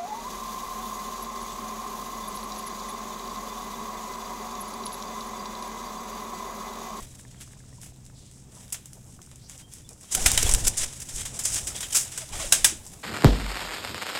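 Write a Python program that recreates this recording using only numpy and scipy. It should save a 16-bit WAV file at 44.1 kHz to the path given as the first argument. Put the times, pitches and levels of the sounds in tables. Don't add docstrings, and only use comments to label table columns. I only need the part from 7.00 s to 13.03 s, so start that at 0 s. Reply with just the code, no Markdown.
import sys
import numpy as np
from scipy import signal
from scipy.fft import rfft, irfft
from scipy.io import wavfile
from scipy.ndimage import uniform_filter1d

SR = 44100
rng = np.random.default_rng(int(sys.argv[2]) if len(sys.argv) > 2 else 0)


def makeup_ratio(level_db):
    decades = np.asarray(level_db, float) / 20
    return 10 ** decades


def bounce(signal):
    frames = np.transpose(np.atleast_2d(signal))
    limited = np.clip(frames, -1, 1)
    pcm = np.round(limited * 32767).astype(np.int16)
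    wavfile.write(sys.argv[1], SR, pcm)


N = 265923

# t/s, level/dB, distance/m
BUSTLE = [(0.0, -50, 3), (0.17, -51, 1.8), (1.33, -56, 14), (1.64, -54, 0.77), (2.97, -56.5, 3.6),
          (3.17, -46, 1.2), (3.29, -29, 2.5), (3.39, -30, 2.6), (3.66, -38, 1.5), (3.81, -37, 4.8),
          (4.03, -41.5, 2.5), (4.59, -38.5, 4.1), (4.8, -39, 2.1), (5.12, -39, 2.5), (5.41, -43, 3.3),
          (5.54, -33.5, 3.8), (5.78, -47, 1.6), (6.03, -48, 1.4)]


def curve(table):
    s, *columns = np.transpose(table)
    return [np.interp(np.arange(N) / SR, s, c) for c in columns]


def unit(x):
    return x / np.sqrt(np.mean(x ** 2))


def response(points, size=4096):
    hz, db = np.transpose(points)
    grid = np.maximum(np.arange(size // 2 + 1) * SR / size, 1)
    cepstrum = irfft(np.interp(np.log(grid), np.log(hz), db) * np.log(10) / 20)
    cepstrum[1:size // 2] *= 2
    cepstrum[size // 2 + 1:] = 0
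    return irfft(np.exp(rfft(cepstrum)))


def band(x, lo_hz, hi_hz, order=3):
    return signal.sosfilt(signal.butter(order, [lo_hz, hi_hz], "band", fs=SR, output="sos"), x)


def walk(rate):
    k = int(SR / rate)
    held = np.repeat(rng.standard_normal(N // k + 1), k)
    return unit(uniform_filter1d(uniform_filter1d(held, k), k)[:N])


def crackle(spread_db):
    sizes = makeup_ratio(spread_db * rng.exponential(size=N).clip(0, 5))
    return unit(rng.standard_normal(N) * sizes)


def voiced(source, body, middle, edge):
    # f/Hz, level/dB
    mic_port = [(180, -12.5), (300, -10.5), (462, -13.5), (602, -9), (1230, -9.5), (1580, -6.5),
                (2630, -4.5), (3700, -3), (4330, -8.5), (5050, -1.5), (7870, 4.5), (10100, -3.5),
                (12100, -16), (15800, -23.5)]
    early = 256
    port = rfft(np.roll(response(mic_port), early))
    octave = np.log2(np.linspace(1, SR / 2, len(port)))
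    above_body, above_edge = (1 / (1 + np.exp(-9 * (octave - np.log2(hz)))) for hz in (4500, 11000))
    shares = (1 - above_body, above_body - above_edge, above_edge)
    out = 0
    for env, share in zip((body, middle, edge), shares):
        h = irfft(port * share)
        h = h / np.sqrt(np.sum(h ** 2))
        out = out + signal.fftconvolve(source * env, h)[early:N + early]
    return out


def wing_claps():
    # t/s, peak/dB, crackle length/ms, distance/m, body share/dB
    clap_table = [(1.724, -15.5, 5.1, 0.13, -14), (1.742, -24.5, 6.4, 1.1, -5.5),
                  (3.1492, -6, 2.6, 0.2, -7.5), (3.26, -1, 4.7, 0.64, -4), (3.3759, -3.5, 2, 0.85, -5),
                  (3.4918, -11, 2.7, 1.4, -8), (3.5465, -10.5, 2.05, 0.23, -4), (4.0018, -25, 4, 0.27, -21),
                  (4.087, -26.5, 10, 2.3, -9.5), (4.2525, -21, 8.1, 1.4, -6), (4.3899, -17, 8, 1.3, -11),
                  (4.4358, -19.5, 3, 2.5, -23), (4.669, -18.5, 11, 1.9, -11), (4.805, -19.5, 5.9, 2.4, -10),
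                  (4.828, -24, 6.8, 0.5, 0.5), (4.947, -17, 11, 1.9, -9), (5.1183, -36, 3.6, 9.5, -7.5),
                  (5.1756, -17, 4.5, 1.3, -12), (5.4, -25, 3.7, 3.7, -5), (5.523, 1.5, 3.9, 1.1, -9),
                  (5.6442, 2.5, 3.9, 1.07, -9.5)]
    edge_db = -9.5
    return [(*row, edge_db) for row in clap_table]


def quill_catches():
    # t/s, peak/dB, distance/m
    catch_table = [(3.123, -12.5, 1.1), (3.3168, -3, 0.12), (3.5132, -4.5, 0.4), (3.5376, 2, 0.17),
                   (3.6806, -7, 0.41), (3.7774, -12, 1.6), (4.1594, -20, 1.1), (4.4525, -12, 2),
                   (4.7632, -20, 0.65), (5.865, -24.5, 0.88), (5.878, -33, 0.49)]
    body_db, edge_db = -15, -22
    return [(s, db, 0.8, m, body_db, edge_db) for s, db, m in catch_table]


def pecks():
    # t/s, peak/dB
    peck_table = [
        (1.8574, -25.5),
        (1.932, -26.5),
        (2.7367, -24.5),
        (3.4287, -16),
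    ]
    length_ms, distance_m, body_db, edge_db = 0.8, 0.58, -13, -8
    return [(s, db, length_ms, distance_m, body_db, edge_db) for s, db in peck_table]


def claw_ticks():
    # t/s, peak/dB, body share/dB
    tick_table = [(0.194, -39, -1), (0.4096, -24.5, -5.5), (0.6916, -38, -9), (0.815, -26.5, -30),
                  (0.832, -31, -9), (0.9605, -38, -10), (1.052, -33, -20), (1.0635, -32.5, -8),
                  (1.313, -33, -9), (1.551, -35, -25), (1.68, -33, -8), (1.703, -31, -8), (2.043, -38, -28),
                  (2.228, -33, -25), (1.955, -36, -20), (2.2166, -27.5, -10), (2.2626, -33, -17),
                  (2.314, -31, -4), (2.358, -30, -9), (2.4964, -25, -12), (2.578, -29, -22),
                  (2.8904, -23, -14), (2.908, -31, -15), (2.931, -31.5, -25), (3.0105, -28.5, -14),
                  (3.03, -39, -13), (2.785, -36, -4), (2.808, -40, -6), (3.045, -36, -2), (2.6, -37, -4)]
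    length_ms, distance_m, edge_db = 0.8, 0.57, -13
    return [(s, db, length_ms, distance_m, body_db, edge_db) for s, db, body_db in tick_table]


def contacts():
    room_at_1m_db, dull_db_per_doubling = -16.5, 2
    brightens = 0.15
    t60_s = np.array([[0.29], [0.29 * 0.85], [0.17]])
    direct, room = np.zeros((3, N)), np.zeros((3, N))
    t = np.arange(SR // 2) / SR
    for s, db, ms, m, body_db, edge_db in wing_claps() + pecks() + claw_ticks() + quill_catches():
        room_db = room_at_1m_db + 20 * np.log10(m)
        edge_db = edge_db - dull_db_per_doubling * np.log2(m) + brightens * max(db + 8, 0)
        share = makeup_ratio(db + np.array([[body_db], [0], [edge_db]]))
        i = int(s * SR)
        n = min(len(t), N - i)
        u = t[:n] / (ms / 1000)
        direct[:, i:i + n] += share ** 2 * (1 - np.exp(-u / 0.7)) * np.exp(-2 * u ** 0.68)
        tail = share * makeup_ratio(room_db - 60 * t[:n] / t60_s)
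        room[:, i:i + n] += tail ** 2 * (1 - np.exp(-t[:n] / 0.0037))
    barbs = rng.choice([-1., 1.], N) * makeup_ratio(0.35 * walk(900))
    scatter = crackle(1.3)
    return makeup_ratio(-4.0) * (voiced(barbs, *np.sqrt(direct)) + voiced(scatter, *np.sqrt(room)))


def barb_snaps():
    # t/s, peak/dB
    snap_table = [(3.1497, -4.5), (3.235, -20), (3.2605, -9), (3.3172, -2.5), (3.3768, -4), (3.4305, -5),
                  (3.465, -12.5), (3.655, -17), (3.669, -13), (3.6705, -7), (3.672, -8), (3.6738, -8),
                  (3.6768, -3.5), (3.6808, 0.5), (3.6835, -14), (3.686, -12), (3.689, -15), (3.4922, -12),
                  (3.494, -13), (3.4955, -14), (3.5425, -10), (3.548, -7), (3.5495, -10), (3.552, -15),
                  (3.761, -26), (3.7745, -10.5), (3.78, -16), (3.846, -20), (4.0205, -21), (4.1416, -25),
                  (4.1625, -16), (4.211, -20), (4.282, -23), (4.3192, -32), (4.3471, -27), (4.4555, -5.5),
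                  (4.5035, -15), (4.545, -17), (4.559, -17), (4.57, -21), (4.64, -22), (4.7645, -17),
                  (4.6766, -14), (4.2011, -21), (3.9278, -27), (4.9505, -11), (4.9074, -23), (4.9233, -23),
                  (4.955, -5), (4.974, -8), (5.1618, -26), (5.292, -27), (5.3264, -33), (5.5225, -6),
                  (5.5245, -4), (5.5258, -2), (5.5498, -10), (5.551, -14)]
    body_db, edge_db = -13, -5
    brightens = 0.5
    click = np.zeros((3, N))
    for (s, db), (sign, lag) in zip(snap_table, rng.random((len(snap_table), 2))):
        size = np.sign(sign - 0.5) * makeup_ratio(db + 4.5 + np.array([body_db, 0, edge_db + brightens * db]))
        echo_s = 0.0002 + 0.0006 * lag
        click[:, int(s * SR)] += size
        click[:, int((s + echo_s) * SR)] += 0.46 * size
    return voiced(0.9, *click)


def rings():
    # t/s, peak/dB, f/Hz, t60/ms
    ring_table = [(3.262, -18, 2420, 47), (3.376, -18.5, 3080, 38), (3.3765, -21, 2090, 26),
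                  (3.3765, -15, 3890, 27), (3.465, -26.5, 3400, 60), (4.748, -39, 3320, 70),
                  (4.772, -38, 3550, 50), (4.762, -34, 3300, 44), (4.802, -38, 3500, 36),
                  (4.826, -30, 3240, 70), (4.842, -36, 3100, 60), (4.83, -31, 7000, 99),
                  (4.9, -42, 3180, 60), (4.925, -31, 3030, 50), (5.175, -35, 1600, 40),
                  (5.178, -41, 2960, 60), (5.215, -50, 3600, 120), (5.325, -39, 2400, 54),
                  (5.345, -52, 3420, 90), (5.397, -37, 1134, 87), (5.345, -42, 722, 200),
                  (5.522, -31, 1150, 120), (5.42, -41, 3970, 92), (5.44, -33.5, 608, 110),
                  (5.5223, -19, 1593, 59), (5.5228, -11.5, 3980, 35), (5.524, -13, 10200, 40),
                  (5.525, -26, 2820, 94), (5.6455, -16, 1640, 45), (5.6447, -18.5, 2414, 46),
                  (5.6445, -9, 3560, 32), (2.59, -58, 2760, 80), (.727, -54, 1980, 45),
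                  (.782, -47.5, 950, 40), (0.003, -48, 1920, 70), (.288, -58, 3200, 60),
                  (.374, -53, 3200, 50), (.325, -57, 910, 66), (1.567, -49, 967, 130),
                  (4.255, -41, 3200, 60), (5.72, -36.5, 293, 130), (5.795, -51, 850, 120),
                  (5.86, -50, 900, 70), (5.925, -49, 780, 110), (5.986, -57, 880, 70)]
    swell_ms = 1.2
    out, t = np.zeros(N + SR), np.arange(SR // 5) / SR
    wander = np.resize(walk(250), N + SR)
    flutter = np.resize(makeup_ratio(2.5 * walk(400)), N + SR)
    for s, db, hz, ms in ring_table:
        i = int(s * SR)
        here = slice(i, i + len(t))
        shape = makeup_ratio(db - 60000 * t / ms) * (1 - np.exp(-1000 * t / swell_ms))
        out[here] += shape * flutter[here] * np.sin(2 * np.pi * hz * t + wander[here])
    return out[:N]


def draught():
    # t/s, depth/dB, half width/ms
    gust_table = [(.004, -34, 9.2), (0.024, -32, 4.9), (3.195, -41, 7.9), (3.567, -22, 4.6),
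                  (3.162, -45, 8.2), (3.231, -18.5, 18), (3.268, -17.5, 3.3), (3.31, -33, 5.5),
                  (3.338, -17, 3.1), (3.384, -16.5, 22), (3.452, -13.5, 3.8), (3.496, -16, 6.3),
                  (3.545, -10, 7.2), (3.612, -30, 17), (3.671, -16, 9.3), (3.826, -21, 27),
                  (4.151, -27.5, 9), (4.175, -28, 4.1), (5.357, -31.5, 10), (5.463, -27.5, 7.7),
                  (5.646, -31.5, 10)]
    # t/s, turbulence/dB
    turbulence = [(0, -44), (.1, -55.5), (1.4, -59), (3.08, -60), (3.17, -35.5), (3.66, -38.5), (3.76, -48),
                  (3.83, -38), (3.92, -50), (4.17, -46.5), (4.35, -45.5), (4.52, -43), (4.68, -48),
                  (5.27, -50), (5.36, -40), (5.7, -49), (5.82, -52.5), (6.03, -54.5)]
    buffet_db = curve(turbulence)[0]
    whoosh_db = -47.5 + 0.95 * (buffet_db + 40)
    t = np.arange(N) / SR
    pull = sum(-makeup_ratio(db) * np.exp(-((t - s) * 1000 / ms) ** 2) for s, db, ms in gust_table)
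    pull = pull - uniform_filter1d(pull, int(0.07 * SR))
    lurch = unit(band(rng.standard_normal(N), 5.3, 97, order=2)) * makeup_ratio(2.5 * walk(12))
    whoosh = unit(band(crackle(2.0), 150, 800, order=2)) * makeup_ratio(2.5 * walk(25))
    return pull + makeup_ratio(buffet_db) * lurch + makeup_ratio(whoosh_db) * whoosh


def wing_swishes():
    # peak t/s, level/dB, rise/ms, fall/ms, body share/dB
    swish_table = [(3.132, -31, 12, 33, -13), (3.2, -33.5, 48, 210, -5.5), (3.43, -19, 3.7, 3.7, -12.5),
                   (3.47, -30, 11, 15, -4.5), (3.607, -35, 22, 20, -8), (3.65, -29, 6.8, 10, -13),
                   (3.674, -22, 7, 14.8, -14.5), (3.784, -29, 8.9, 9.4, -29), (3.828, -30.5, 38, 25.5, -9),
                   (3.934, -43.5, 13, 30, -7.5), (4.023, -37, 4, 7, -10), (4.155, -36.5, 16, 16, -20),
                   (4.21, -36.5, 36, 24, -8), (4.37, -40, 22, 8.1, -11), (4.457, -26, 6, 7, -15),
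                   (4.48, -32, 12, 20, -15), (3.352, -30, 14, 12, -8), (3.29, -32, 8, 12, -8),
                   (3.52, -29, 8, 8, -10), (4.552, -29, 40, 41, -11), (4.68, -38, 30, 12, -23),
                   (4.765, -37.5, 12, 19, -4.5), (4.911, -40, 5.3, 6, -7), (4.929, -28, 5, 9, -14),
                   (4.956, -19.5, 8, 32, -12), (4.995, -30, 17, 33, -15), (5.225, -45.5, 25, 12, -3),
                   (5.343, -39, 17, 48, -5), (5.43, -37.5, 29, 40, -4)]
    edge_db = -12.5
    return [(*row, edge_db) for row in swish_table]


def litter_shuffles():
    # peak t/s, level/dB, rise/ms, fall/ms
    shuffle_table = [(0.004, -50.5, 8, 11), (0.034, -49, 11, 16), (.205, -53, 8, 11), (.322, -66, 5.5, 8),
                     (.11, -55, 6, 7.9), (.155, -52, 5.9, 7.5), (.415, -48, 9.3, 9), (.435, -52, 13, 10),
                     (.475, -52.5, 14, 15), (.52, -52.5, 13, 16), (.595, -56, 13, 15), (.76, -57, 32, 21),
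                     (.835, -50, 16, 40), (1.21, -57, 46, 61), (1.36, -56.5, 35, 51), (1.57, -52.5, 39, 61),
                     (2.114, -54, 31, 51), (2.51, -51, 15, 49), (2.6, -51, 16, 19), (2.745, -52.5, 34, 57),
                     (3.035, -53, 32, 9), (5.871, -52, 23, 9), (5.942, -50.5, 11, 11)]
    body_db, edge_db = -8.5, -10
    strokes = []
    for s, db, rise, fall in shuffle_table:
        bright_db = 1.95 * (db + 52)
        strokes.append((s, db, rise, fall, body_db + bright_db, edge_db + bright_db))
    return strokes


def rustle():
    db, m = curve(BUSTLE)
    bed_edge_db = -1 - 3.5 * m
    power = makeup_ratio(db - 6.5 + np.array([-7.5 + 0 * db, 0 * db, bed_edge_db])) ** 2
    t = np.arange(N) / SR
    for s, stroke_db, rise, fall, body_db, edge_db in wing_swishes() + litter_shuffles():
        u = (t - s) * 1000 / np.where(t < s, rise, fall)
        share = makeup_ratio(stroke_db + np.array([[body_db], [0], [edge_db]]))
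        power = power + share ** 2 * np.exp(-u ** 2)
    together = 0.5 * walk(40) + 1.36 * walk(120) + 1.15 * walk(350)
    alone = np.array([1.36 * walk(37), 0.2 * walk(6.5), 1.1 * walk(4.2)])
    flicks = 1.2 * rng.uniform(-1.7, 1.7, N) * (rng.random(N) < 120 / SR)
    return voiced(crackle(1.84) + flicks, *np.sqrt(power) * makeup_ratio(together + alone))


def board_knocks():
    # t/s, peak/dB, f/Hz
    knock_table = [(1.567, -50, 765), (3.124, -56, 1480), (3.257, -25.5, 1390), (3.315, -39, 680),
                   (3.376, -48, 1930), (3.429, -31.5, 426), (3.461, -32, 736), (3.491, -32.5, 970),
                   (3.578, -46, 684), (3.636, -49, 625), (3.671, -34, 467), (3.799, -43, 724),
                   (4.259, -43, 1720), (4.749, -41.5, 805), (4.947, -36, 1960), (5.178, -42, 1015),
                   (5.219, -50, 650), (5.331, -40.5, 855), (5.399, -42, 656), (5.645, -37, 1530)]
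    t60_s = 0.057
    out, t = np.zeros(N + SR), np.arange(SR // 4) / SR
    for (s, db, hz), spread in zip(knock_table, rng.uniform(0.444, 1.6, (len(knock_table), 5))):
        i = int(s * SR)
        ring = np.sin(2 * np.pi * hz * t)
        ring = ring + np.sin(2 * np.pi * hz * spread[:, None] * t).sum(axis=0)
        out[i:i + len(t)] += makeup_ratio(db - 2.0 - 60 * t / t60_s) * ring * (1 - np.exp(-t / 0.0015))
    return out[:N]


def crumbs():
    # t/s, peak/dB, f/Hz
    crumb_table = [(0.1411, -49, 1850), (0.195, -43.5, 1690), (0.2506, -41, 1730), (0.345, -43.5, 1620),
                   (0.412, -50, 2060), (0.476, -43, 1010), (0.5087, -47, 1770), (0.534, -41.5, 1740),
                   (0.568, -46, 1030), (0.604, -46, 1620), (0.696, -50, 918), (0.7275, -46, 1050),
                   (0.833, -39.5, 1500), (0.865, -43, 790), (0.967, -49, 810), (0.99, -50, 700),
                   (1.0994, -46.5, 1440), (.603, -50, 2060), (.639, -46, 1050), (.922, -45, 751),
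                   (1.528, -53, 789), (1.723, -38, 2950), (1.7456, -37, 2200), (1.8574, -49, 1290),
                   (1.929, -51, 1520), (2.191, -39, 1200), (2.205, -45, 900), (2.2733, -49, 1510),
                   (2.4407, -50, 894), (2.498, -46, 1900), (2.5, -50, 2640), (2.315, -47, 900),
                   (2.555, -47, 900), (2.9612, -53, 1310), (3.042, -42, 1100)]
    when, pitch, size = rng.random((800, 3)).T
    grit_db = (-42 + 0.7 * (curve(BUSTLE)[0] + 40))[(when * N).astype(int)]
    grit = zip(when * N / SR, grit_db - 3.0 - 14 * size ** 0.5, 600 * 4.5 ** pitch)
    out, t = np.zeros(N + SR), np.arange(SR // 40) / SR
    tumble = np.resize(1.32 * walk(700), N + SR)
    for s, db, hz in list(crumb_table) + list(grit):
        i = int(s * SR)
        roll = tumble[i:i + len(t)]
        ring = np.sin(2 * np.pi * hz * t + roll) + 0.55 * np.sin(2 * np.pi * 0.58 * hz * t - roll)
        out[i:i + len(t)] += makeup_ratio(db - 3.0 - 60 * t / 0.016) * ring
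    return out[:N]


def gliding_tones(tones, overtones_db):
    out, waver, flutter = np.zeros(N), walk(130), makeup_ratio(3.5 * walk(300))
    for s, length, hz, db, glide in tones:
        i, u = int(s * SR), np.linspace(0, 1, int(length * SR))
        here = slice(i, i + len(u))
        bend = glide * (u - 0.5) + (0.006 + 0.3 * abs(glide)) * waver[here]
        phase = 2 * np.pi * np.cumsum(hz * (1 + bend)) / SR
        tone = np.sin(phase) + makeup_ratio(overtones_db) * (np.sin(2 * phase) + 0.6 * np.sin(3 * phase))
        out[here] += makeup_ratio(db) * flutter[here] * np.sqrt(np.sin(np.pi * u).clip(0)) * tone
    return out


def wing_creaks():
    # t/s, length/s, f/Hz, level/dB, glide share of f
    creak_table = [(3.17, 0.0337, 749, -34.5, 0.16), (5.212, 0.036, 653, -43, -0.091),
                   (5.324, 0.021, 795, -40.5, -0.04), (5.399, 0.034, 654, -38, -0.02),
                   (4.7, .022, 1310, -48, -.06), (5.437, 0.015, 690, -44, -.08),
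                   (5.29, .02, 1000, -54, .03), (5.348, .014, 1200, -47, .1)]
    return gliding_tones(creak_table, overtones_db=-13)


def far_flight():
    start_s, beat_s, beat_ms = 1.976, 0.1178, 16.3
    t = np.arange(N) / SR
    beats = sum(makeup_ratio(2.5 * chance) * np.exp(-((t - start_s - k * beat_s) * 1000 / beat_ms) ** 2)
                for k, chance in enumerate(rng.standard_normal(10)))
    return makeup_ratio(-58.5) * beats * unit(band(crackle(2.8), 262, 810, order=2))


def far_chirps():
    # t/s, length/s, f/Hz, level/dB
    chirp_table = [(.05, .105, 3900, -65), (.3, 0.062, 4380, -67), (.685, .11, 5500, -66),
                   (2.62, 0.049, 3180, -59), (2.668, .032, 3180, -65), (2.715, .016, 3330, -65),
                   (2.76, .02, 1900, -65), (2.845, 0.028, 3510, -60), (2.874, .014, 4020, -66),
                   (2.892, 0.03, 2440, -63), (3.061, .014, 3220, -59), (3.078, 0.036, 3200, -56.5)]
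    return gliding_tones([(*row, -0.006) for row in chirp_table], overtones_db=-30)


def far_hiss():
    # t/s, f/Hz, level/dB
    hiss_table = [(0, 4300, -69), (.9, 4300, -72), (1.12, 5200, -78), (1.16, 4500, -61),
                  (1.21, 4100, -60.5), (1.29, 3900, -62), (1.34, 4200, -71), (1.39, 5600, -66),
                  (1.44, 6000, -80), (2.37, 4300, -87), (2.4, 4390, -65), (2.47, 5300, -53),
                  (2.5, 5560, -74)]
    hz, db = curve(hiss_table)
    breath = signal.sosfilt(signal.butter(3, 1000, fs=SR, output="sos"), rng.standard_normal(N))
    return makeup_ratio(db) * unit(breath * np.sin(2 * np.pi * np.cumsum(hz) / SR))


def motor():
    # t/s, level/dB
    motor_level = [(0, -48.5), (1, -49), (2, -50), (2.2, -55), (3, -56), (4.5, -50), (6.03, -59)]
    # multiple of the base f, level/dB
    orders = [
        (.5, -10),
        (1, -0.5),
        (1.5, -12.5),
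        (2, -16.5),
    ]
    phase = 2 * np.pi * np.cumsum(127.4 * (1 + 0.00796 * walk(6.7))) / SR
    drone = sum(makeup_ratio(db + 0.39 * walk(6.2)) * np.sin(k * phase) for k, db in orders)
    return makeup_ratio(curve(motor_level)[0]) * drone


def town():
    # f/Hz, level/dB
    town_spectrum = [(12, -9), (20, -11), (44, -2.5), (125, -0.5), (229, -7.5), (375, -18), (426, -20.5),
                     (732, -33), (900, -49), (1170, -60), (1980, -120)]
    level_db = -50.5 - 1.5
    rumble = unit(signal.fftconvolve(rng.standard_normal(N), response(town_spectrum, size=16384))[:N])
    return makeup_ratio(level_db) * rumble * makeup_ratio(0.8 * walk(6))


def scene():
    flying_bird = contacts() + barb_snaps() + rings() + draught() + rustle() + wing_creaks()
    floor = board_knocks() + crumbs()
    far = far_flight() + far_chirps() + far_hiss() + motor() + town()
    return (flying_bird + floor + far)[None]


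def band_limit(x):
    return signal.sosfilt(signal.butter(12, 15850, fs=SR, output="sos"), x)


def record(dry):
    hiss = makeup_ratio(-74) * unit(band(rng.standard_normal(N), 9900, 16000, order=2))
    ceiling = 0.97
    rounded = ceiling * np.tanh(np.abs(dry / ceiling) ** 3) ** (1 / 3) * np.sign(dry)
    top_cut = signal.ellip(8, 0.2, 60, 16300, fs=SR, output="sos")
    return band_limit(signal.sosfilt(top_cut, rounded + hiss))


dry = scene()
out = record(dry)
bounce(out)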